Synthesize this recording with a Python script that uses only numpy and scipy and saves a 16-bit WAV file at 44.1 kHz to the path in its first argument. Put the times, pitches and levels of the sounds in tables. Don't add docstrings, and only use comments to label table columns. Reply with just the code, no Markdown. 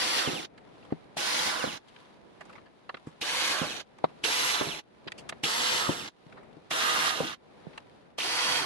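import sys
import numpy as np
from scipy import signal
from scipy.fft import rfft, irfft, next_fast_len
from scipy.io import wavfile

SR = 44100
rng = np.random.default_rng(int(sys.argv[2]) if len(sys.argv) > 2 else 0)


def output_pcm(signal):
    pcm = np.clip(np.atleast_2d(signal).T, -1, 1) * 32767
    wavfile.write(sys.argv[1], SR, np.round(pcm).astype(np.int16))


N = 381465


def amp(db):
    return 10 ** (np.asarray(db) / 20)


def rms_one(x):
    return x / np.sqrt(np.mean(x ** 2) + 1e-20)


def level_curve(table):
    time_s, level_db = np.transpose(table)
    return np.interp(np.arange(N) / SR, time_s, level_db)


def pan(db):
    return amp(np.multiply.outer([.5, -.5], db))


def drift(rate_hz):
    r = np.exp(-2 * np.pi * rate_hz / SR)
    noise = rng.standard_normal((2, N + SR))
    wander = signal.lfilter([1], [1, -2 * r, r * r], noise)
    return rms_one(wander[:, SR:])


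def coloured(spectrum, peaks=(), source=None, shared=0.):
    size = next_fast_len(N)
    hz = np.maximum(np.arange(size // 2 + 1) * SR / size, 1)
    points = np.array(spectrum)
    db = np.interp(np.log(hz), np.log(points[:, 0]), points[:, 1], left=-90, right=-90)
    for centre_hz, width_hz, lift_db in peaks:
        db = db + lift_db / (1 + (2 * (hz - centre_hz) / width_hz) ** 2)
    if source is None:
        shared = np.clip(shared, 0, 1)
        own_noise = np.sqrt(1 - shared) * rng.standard_normal((2, N))
        source = own_noise + np.sqrt(shared) * rng.standard_normal(N)
    return rms_one(irfft(rfft(source, size) * amp(db), size)[:, :N])


# (pitch_hz, relative level_db)
ROOM_TONE = [(15, -60), (25, -16.5), (129, -5), (208, -1.5), (267, -2.5), (324, -3.5), (364, -2.5),
             (417, -3), (787, -7), (1050, -16), (2500, -23), (3250, -40), (5500, -120)]
# (time_s, level_db)
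ROOM_LEVEL = [(.5, -48), (1.0, -52.5), (1.9, -52), (2.35, -56), (2.55, -52), (2.7, -59.5), (3.1, -56),
              (4.1, -52), (5.0, -54), (5.2, -48.5), (5.4, -54), (6.25, -55), (6.36, -49), (6.68, -56),
              (7.65, -50), (7.85, -54), (8.16, -57)]
# (pitch_hz, relative level_db)
RUSTLE = [(590, -23), (1000, 1.5), (1060, -4), (2070, -11), (2600, -11.5), (3870, -12), (8110, -29),
          (10200, -25.5), (13000, -45)]
# (time_s, level_db)
HANDS = [(.55, -62), (.79, -59), (1.1, -63), (1.93, -54), (2.03, -55), (2.2, -64), (2.4, -62), (2.53, -59),
         (2.68, -67), (3.12, -62), (4.0, -59), (5.0, -61), (5.22, -60), (5.4, -62), (6.3, -59), (6.5, -65),
         (6.65, -63), (7.45, -60), (7.66, -58), (7.76, -58), (7.85, -64), (7.96, -62), (8.16, -71)]
SINK_DB, CREEP_BACK_S = -10, .15


def background():
    t = np.arange(N) / SR
    sunk_db = np.zeros(N)
    for row in BURSTS:
        released_s, shaft_stops_s = row[1], row[11]
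        since_stop = np.clip(t - shaft_stops_s - .04, 0, None)
        sunk_db += SINK_DB * (t > released_s) * np.exp(-since_stop / CREEP_BACK_S)

    grain_db = 5.0 * np.minimum(rng.exponential(1, N), 4)
    grains = (rng.random(N) < 150 / SR) * amp(grain_db)
    grit = 1 + 0.24 * signal.lfilter([1], [1, -.985], grains)
    gritty = rng.standard_normal((2, N)) * grit

    room = amp(level_curve(ROOM_LEVEL) + 1.5 * drift(2.7)) * coloured(ROOM_TONE)
    rustle = amp(level_curve(HANDS) + 0.5 * drift(8.7)) * coloured(RUSTLE, source=gritty)
    return amp(sunk_db) * (room + rustle)


# (start_s, body peak level_db before a 1.5 dB cut, centre pitch_hz,
# treble level_db over the body, time_s for the contact to fall 60 dB, left over right level_db)
CLICKS = [(0.577, -40, 2300, -14, 0.033, -3), (0.826, -46, 2900, -25, 0.03, 0),
          (0.849, -46, 1230, -14, 0.026, -6), (0.9034, -41, 1030, -30, 0.053, -3),
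          (0.9216, -31, 1030, -39, 0.029, -1), (1.175, -28, 3300, -14, 0.044, 2),
          (1.8805, -46.5, 2850, -9, 0.054, 6), (1.9624, -38, 2660, -30, 0.015, 3),
          (2.4069, -29.5, 1460, -18, 0.044, -1), (2.452, -43, 1370, -10, 0.037, -2.5),
          (2.4947, -38, 1110, -20, 0.04, -3), (2.5266, -40, 1680, -15, 0.04, -2.0),
          (2.552, -36, 1410, -34, 0.054, -3), (2.5776, -41, 1360, -33, 0.045, 10),
          (2.655, -46, 2000, -25, 0.08, 0), (2.8924, -23.5, 1120, -45, 0.029, 0),
          (2.9428, -26, 1710, -43, 0.03, -4.5), (2.9685, -37, 1700, -30, 0.03, -1),
          (3.0624, -43, 1210, -11, 0.11, 1), (3.2167, -26, 3200, -17, 0.04, 3),
          (3.9852, -38.5, 1520, -15, 0.02, -5), (4.0398, -14.5, 1190, -34, 0.037, -3),
          (4.0915, -45, 1050, -21, 0.048, -1.5), (4.243, -18.5, 3120, -7, 0.043, -9),
          (5.0735, -29, 2600, -40, 0.03, -1), (5.081, -24, 2330, -47, 0.022, -1),
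          (5.1193, -24, 2700, -15, 0.019, -1.5), (5.177, -35.5, 3670, -5, 0.076, -1),
          (5.291, -22.5, 2570, -5, 0.031, -2), (5.3238, -26, 1200, -37, 0.023, -3.5),
          (5.432, -31, 900, -25, 0.04, -3), (5.446, -28, 2700, -25, 0.04, -3),
          (6.323, -38, 1500, -37, 0.03, 4), (6.3669, -37.5, 1070, -31, 0.079, 0),
          (6.4298, -43, 1020, -17, 0.037, -0.5), (6.7097, -21.5, 3050, -19, 0.029, -11),
          (7.73, -43, 2300, -30, 0.04, 0), (7.7555, -46, 1020, -22, 0.023, -2),
          (7.7762, -26, 1600, -15, 0.027, 0), (8.1823, -23.5, 3700, -16, 0.053, -8)]
# (pitch_hz, width_hz)
CLATTER = [(650, 330), (900, 200), (1150, 200), (1420, 400), (1720, 260), (2150, 450), (2700, 330),
           (3250, 300), (3900, 400), (4600, 500)]


def clicks():
    out = np.zeros((2, N + SR))
    t = np.arange(int(.12 * SR)) / SR
    noises = rng.standard_normal((len(CLICKS), 3, len(t)))
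    strengths = rng.standard_normal((len(CLICKS), len(CLATTER)))
    treble = signal.butter(2, [4000, 9000], "band", fs=SR, output="sos")
    dull = signal.butter(2, 6000, fs=SR, output="sos")
    for row, noise, strength in zip(CLICKS, noises, strengths):
        start_s, peak_db, centre_hz, treble_db, fall_s, side_db = row
        fall_s = np.clip(fall_s, .008, .3)
        envelope = (1 - np.exp(-t / (.1 * fall_s))) ** 2 * amp(-60 * t / fall_s)
        contact = (noise[:2] + noise[2] / 2) * envelope
        body = 0
        for k, (hz, width_hz) in enumerate(CLATTER):
            r = np.exp(-np.pi * width_hz / SR)
            feed = [(1 - r * r) / 2, 0, (r * r - 1) / 2]
            back = [1, -2 * r * np.cos(2 * np.pi * hz / SR), r * r]
            ring = signal.lfilter(feed, back, contact)
            octaves = np.log2(hz / centre_hz)
            reach_db = -7 * abs(octaves) - 3 * octaves - 10 * np.log10(width_hz)
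            body = body + (-1) ** k * amp(reach_db + 2.2 * strength[k]) * ring
        body = signal.sosfilt(dull, body)
        snap = signal.sosfilt(treble, contact)
        both = body / np.abs(body).max() + amp(treble_db) * snap / np.abs(snap).max()
        at = round(start_s * SR) - 80
        out[:, at:at + len(t)] += amp(peak_db - 1.5) * pan(side_db)[:, None] * both
    return out[:, :N]


# (time_s, 2 ms ahead of the blow, peak level_db before a 1 dB lift,
# best excited pitch_hz, ring length as a share, left over right level_db)
KNOCKS = [(0.272, -18.5, 227, 0.9, -1), (0.33, -30, 180, 1, 0), (0.921, -13, 260, 0.95, 4),
          (1.166, -24.5, 799, 0.55, 0), (1.638, -16.5, 520, 0.95, -3), (1.672, -27, 200, 1, 0),
          (2.94, -33.5, 393.6, 1, 3), (3.069, -26.5, 258, 0.74, -5.5), (3.613, -22, 227, 0.87, -7),
          (4.039, -7.5, 600, 0.92, 3.5), (4.609, -13, 450, 0.92, 8), (4.669, -30.5, 188, 0.93, -7),
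          (5.065, -29, 278, 1, 3), (5.322, -27.5, 613, 1, 0.5), (5.433, -32.5, 207, 0.9, 11),
          (5.889, -14, 294.6, 1, 3), (6.262, -48, 161.3, 0.75, 14), (6.567, -40.5, 275.5, 0.95, 10),
          (6.709, -26, 760, 0.74, -8), (7.201, -16, 430, 1, 0), (7.235, -29, 200, 1, 0),
          (7.666, -35, 225, 0.41, -13), (8.182, -23.5, 723, 1, -1)]
# (pitch_hz, level_db, time_s to fall 60 dB at ring length 1, without the hand)
TABLE = [(120, -30, 0.033), (161.3, -1.5, 0.15), (237.6, -0.5, 0.048), (291.5, 5, 0.037), (378, -1, 0.043),
         (508, 6, 0.026), (643, 0, 0.028), (738, -0.5, 0.034), (1005, 1.5, 0.023), (1560, -7, 0.042)]


def knocks():
    out = np.zeros((2, N + SR))
    t = np.arange(int(.15 * SR)) / SR
    hz, mode_db, fall_s = np.array(TABLE).T[:, :, None]
    no_deep_bass = signal.butter(2, 90, "high", fs=SR, output="sos")
    draws = rng.standard_normal((len(KNOCKS), 2, 2, len(TABLE), 1))
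    for row, (strength, phase) in zip(KNOCKS, draws):
        time_s, peak_db, pitch_hz, length, side_db = row
        reach_db = -11 * np.abs(np.log2(hz / pitch_hz))
        decay_db = -60 * t / (fall_s * np.clip(length, .2, 3))
        gain = amp(mode_db + reach_db + 2.0 * strength + decay_db)
        rings = gain * np.sin(2 * np.pi * hz * t + 0.98 * phase)
        blow = rings.sum(axis=1) * (1 - np.exp(-t / 0.0018))
        blow = blow * (0.51 + np.exp(-t / 0.0091))
        blow = signal.sosfilt(no_deep_bass, blow)
        at = round((time_s + 0.002) * SR)
        out[:, at:at + len(t)] += amp(peak_db + 1.0) * pan(side_db)[:, None] * blow / np.abs(blow).max()
    return out[:, :N]


# (pulled_s, released_s, full speed_rev_per_s, spin-up time constant_s, hum level_db and commutator whine
# level_db added to their orders, pole tone level_db over the gears at 500 rev/s, whine lift_db from the
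# sets in_s, load comes off_s, bit pulled free_s, shaft stops_s, gears level_db, level change at the start_db,
# swell time constant_s, then over the gears: bit in wax_db, its lift while dragged out_db, brush hiss_db,
# rumble_db, chuck ring_db; and left over right level_db)
BURSTS = [ (-.2, .155, 500, .04, -1, 2, -22, 0, -.2, .195, .272, .452, -29.5, -6, .15, -8, 9, -6.5, -13, -8, -1.5),
          (1.168, 1.48, 505, .045, -3, 3, -22, -9, 1.172, 1.48, 1.638, 1.775, -29.5, -4, .15, -8, 11, -6.5, -13, -8, -1.5),
          (3.21, 3.5, 510, .03, -3, 0, -22, 11, 3.214, 3.52, 3.613, 3.814, -28.5, -8, .12, -9, 9, -8, -14, -10, -1.5),
          (4.232, 4.51, 505, .033, -3, 2, -22, 5, 4.24, 4.52, 4.609, 4.798, -29.5, -2, .15, -7, 10, -5, -13, -12, -2),
          (5.432, 5.79, 497, .035, 0, -1, -22, 13, 5.437, 5.81, 5.889, 6.086, -30.5, -1, .1, -7, 10, -5.5, -12, -11, -2),
          (6.705, 7.07, 495, .045, -3, -4, -22, 6, 6.708, 7.07, 7.201, 7.34, -29.5, -4, .1, 0, -1, -7, -13, -22, -2),
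          (8.195, 8.58, 495, .04, 1, 0, -11, 14, 8.184, 8.58, 8.7, 8.88, -30, -7, .13, -4, 8, -7.5, -11, -4, -1.5),
          ]
COAST_S, FRICTION_REV_S = .25, 160


def motor():
    t = np.arange(N) / SR
    speed, tone_db = np.zeros(N), np.zeros((3, N))
    for pulled, released, full, spin_up, hum_db, whine_db, pole_db, start_db, *_ in BURSTS:
        lagging = np.exp(-np.clip(t - pulled, 0, None) / spin_up)
        drag = np.exp(-np.clip(t - released, 0, None) / COAST_S)
        falling = (full + FRICTION_REV_S) * drag - FRICTION_REV_S
        speed = np.maximum(speed, np.minimum(full * (1 - lagging), falling))
        tone_db[:, t > pulled] = np.array([[hum_db], [whine_db], [pole_db]])
        tone_db[1] += start_db * lagging * (t > pulled)
    return speed, tone_db


ATTACK_DB_PER_S, STOP_DB_PER_S = 3500, 1150
UNLOAD_DB, UNLOAD_S, COAST_DB_PER_S = -6.5, .06, -24
BITE_DB, BITE_S = -7, .025
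FREE_DB, DRAG_FADE_S = -1, .07
FREE_RUMBLE_DB, JOLT_DB, JOLT_S = 6, 12, .08
CHUCK_FREE_DB, COAST_SIDE_DB = -10, -1
HISS_FADE_DB, HISS_FADE_S = -10, .035


def levels():
    t, out = np.arange(N) / SR, np.zeros((6, N))
    out[0] = -120

    def fading(since, span):
        return np.exp(-np.clip(since, 0, None) / span)

    for row in BURSTS:
        start, released, free, stop, gears_db, short_db, swell = row[8:15]
        wax_db, drag_db, hiss_db, rumble_db, chuck_db, side_db = row[15:]
        now = (t > start - .03) & (t < stop + .06)
        s = t[now]
        coasting = np.clip(s - released, 0, None)
        pulling = np.clip((s - released) / (free - released), 0, 1)

        gears = gears_db + short_db * fading(s - start, swell)
        gears = gears + UNLOAD_DB * (1 - fading(coasting, UNLOAD_S)) + COAST_DB_PER_S * coasting
        gears = gears - ATTACK_DB_PER_S * np.clip(start - s, 0, None)
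        gears = gears - STOP_DB_PER_S * np.clip(s - stop, 0, None)
        bite = BITE_DB * fading(s - start, BITE_S)
        dragging = (drag_db * np.sqrt(pulling) - FREE_DB) * fading(s - free, DRAG_FADE_S)
        wax = wax_db + bite + FREE_DB + dragging
        hiss = hiss_db + HISS_FADE_DB * fading(stop - s, HISS_FADE_S)
        jolt = JOLT_DB * (s > free) * fading(s - free, JOLT_S)
        rumble = rumble_db + FREE_RUMBLE_DB * pulling + jolt
        chuck = chuck_db + 2 * bite + CHUCK_FREE_DB * pulling ** 4
        side = side_db + COAST_SIDE_DB * pulling
        out[:, now] = [gears, wax, hiss, rumble, chuck, side]
    return out


# (multiple of the speed, level_db over the gears before the housing and each burst change it)
ORDER_LINES = [(1, -11), (2, -16), (9, -15), (12, -7), (24, -4), (36, -10)]


def shaft_tones(speed, turn, tone_db):
    hum_db, whine_db, pole_db = tone_db
    phases = rng.uniform(0, 2 * np.pi, (len(ORDER_LINES) + 1, 2, 1))
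    tones = amp(pole_db) * (speed / 500) ** 6 * np.sin(4 * turn + phases[-1])
    for (k, db), phase in zip(ORDER_LINES, phases):
        hz = np.maximum(k * speed, 1)
        if k > 2:
            housing_db = -16 * np.log2(hz / 3200) ** 2 + 5 / (1 + ((hz - 2800) / 250) ** 2)
            db = db + whine_db + housing_db + 3 * drift(40)
        else:
            housing_db = -3 * np.clip(np.log2(hz / 400), None, 0) ** 2
            db = db + hum_db + housing_db + 2.5 * drift(15)
        tones = tones + amp(db) * np.sin(k * turn + phase)
    return tones


PATH_T60_S, PATH_ECHO_DB = .15, -4
LAG_S = .001


def paths(x):
    lags = (rng.uniform(0, LAG_S, (len(BURSTS), 2)) * SR).astype(int)
    out = np.zeros((2, N))
    t = np.arange(int(.1 * SR)) / SR
    all_echoes = rng.standard_normal((len(BURSTS), 2, len(t)))
    for row, lag, echoes in zip(BURSTS, lags, all_echoes):
        echoes = echoes * amp(-60 * t / PATH_T60_S)
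        path = amp(PATH_ECHO_DB) * echoes / np.linalg.norm(echoes, axis=1, keepdims=True)
        path[[0, 1], lag] += 1
        path = path / np.linalg.norm(path, axis=1, keepdims=True)
        first = max(round((row[0] - .15) * SR), 0)
        last = min(round((row[1] + .4) * SR), N)
        lead = 0 if first else len(t)
        held = np.concatenate([x[:, :lead][:, ::-1], x[:, first:last]], axis=1)
        heard = signal.fftconvolve(held, path, axes=1)
        out[:, first:last] = heard[:, lead:lead + last - first]
    return out


# (pitch_hz, relative level_db)
GEARS = [(880, -38), (1500, -3.5), (1950, -1.5), (2780, 3), (3230, 2.5), (4000, -0.5), (4570, -3.5),
         (5140, -4.5), (7000, -10), (9100, -46.5), (15400, -120)]
WAX = [(320, -44), (550, -16), (800, -8), (1180, 0), (1550, -3), (2200, -10), (2900, -34)]
HISS = [(3240, -26.5), (5500, -1), (6180, -8.5), (11600, -8), (12400, -14), (12900, -42), (13400, -42.5)]
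RUMBLE = [(18, -71.5), (30, -23.5), (184, -13), (289, -6), (366, -8), (488, -8.5), (567, -10), (800, -8.5),
          (1040, -16), (1760, -120)]
# (pitch_hz, width_hz, lift_db)
HOUSING = [(2380, 900, -0.5), (3475, 1070, 1.5), (4170, 140, 3.5), (6140, 770, 4.5)]
CHUCK = [(4453, 860, 31.5), (4770, 250, 15.5)]
# (pitch_hz, width_hz, lift_db)
MESH = [(975, 660, 20.5), (2110, 1100, 25), (3215, 250, 17.7), (4440, 440, 26.2)]
MESH_DB = -5
SHARED = .55


def drill():
    gears_db, wax_db, hiss_db, rumble_db, chuck_db, side_db = levels()
    speed, tone_db = motor()
    turn = 2 * np.pi * np.cumsum(speed) / SR

    def beat(depth):
        return 1 + depth * np.cos(turn + rng.uniform(0, 2 * np.pi))

    gears = coloured(GEARS, HOUSING, shared=SHARED) * beat(0.35) * amp(1.9 * drift(40))

    pace = np.cumsum(speed) / 500
    teeth = coloured([(500, -27.5), (6000, -43.5)], MESH, shared=SHARED)
    sliding = np.array([np.interp(pace, np.arange(N), side) for side in teeth])
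    mesh = amp(MESH_DB) * sliding * np.clip(speed / 250, 0, 1)

    wax = amp(wax_db + 1.5 * drift(34)) * coloured(WAX, shared=SHARED) * beat(.3) * pan(-5.1)[:, None]
    hiss = amp(hiss_db + .8 * drift(40)) * coloured(HISS, shared=SHARED) * beat(0.22) * pan(1.3)[:, None]
    rumble = amp(rumble_db + 3.2 * drift(15)) * coloured(RUMBLE, shared=SHARED) * pan(3.9)[:, None]
    chuck = amp(chuck_db) * coloured([(3000, -25.5), (7000, -29.5)], CHUCK, shared=SHARED) * beat(0.31)

    slow = np.clip(1 - speed / 300, 0, 1)
    whine = amp(-10) * slow * coloured([(300, -41.5), (2000, -44)], [(833, 110, 40)])

    noises = paths(gears + mesh + wax + hiss + rumble + chuck + whine)
    return pan(side_db) * amp(gears_db) * (noises + shaft_tones(speed, turn, tone_db))


def scene():
    return background() + clicks() + knocks() + drill()


def record(dry):
    soft = signal.sosfilt(signal.cheby1(8, 1, 12100, fs=SR, output="sos"), dry)
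    return signal.sosfilt(signal.cheby2(12, 70, 13600, fs=SR, output="sos"), soft)


dry = scene()
out = record(dry)
output_pcm(out)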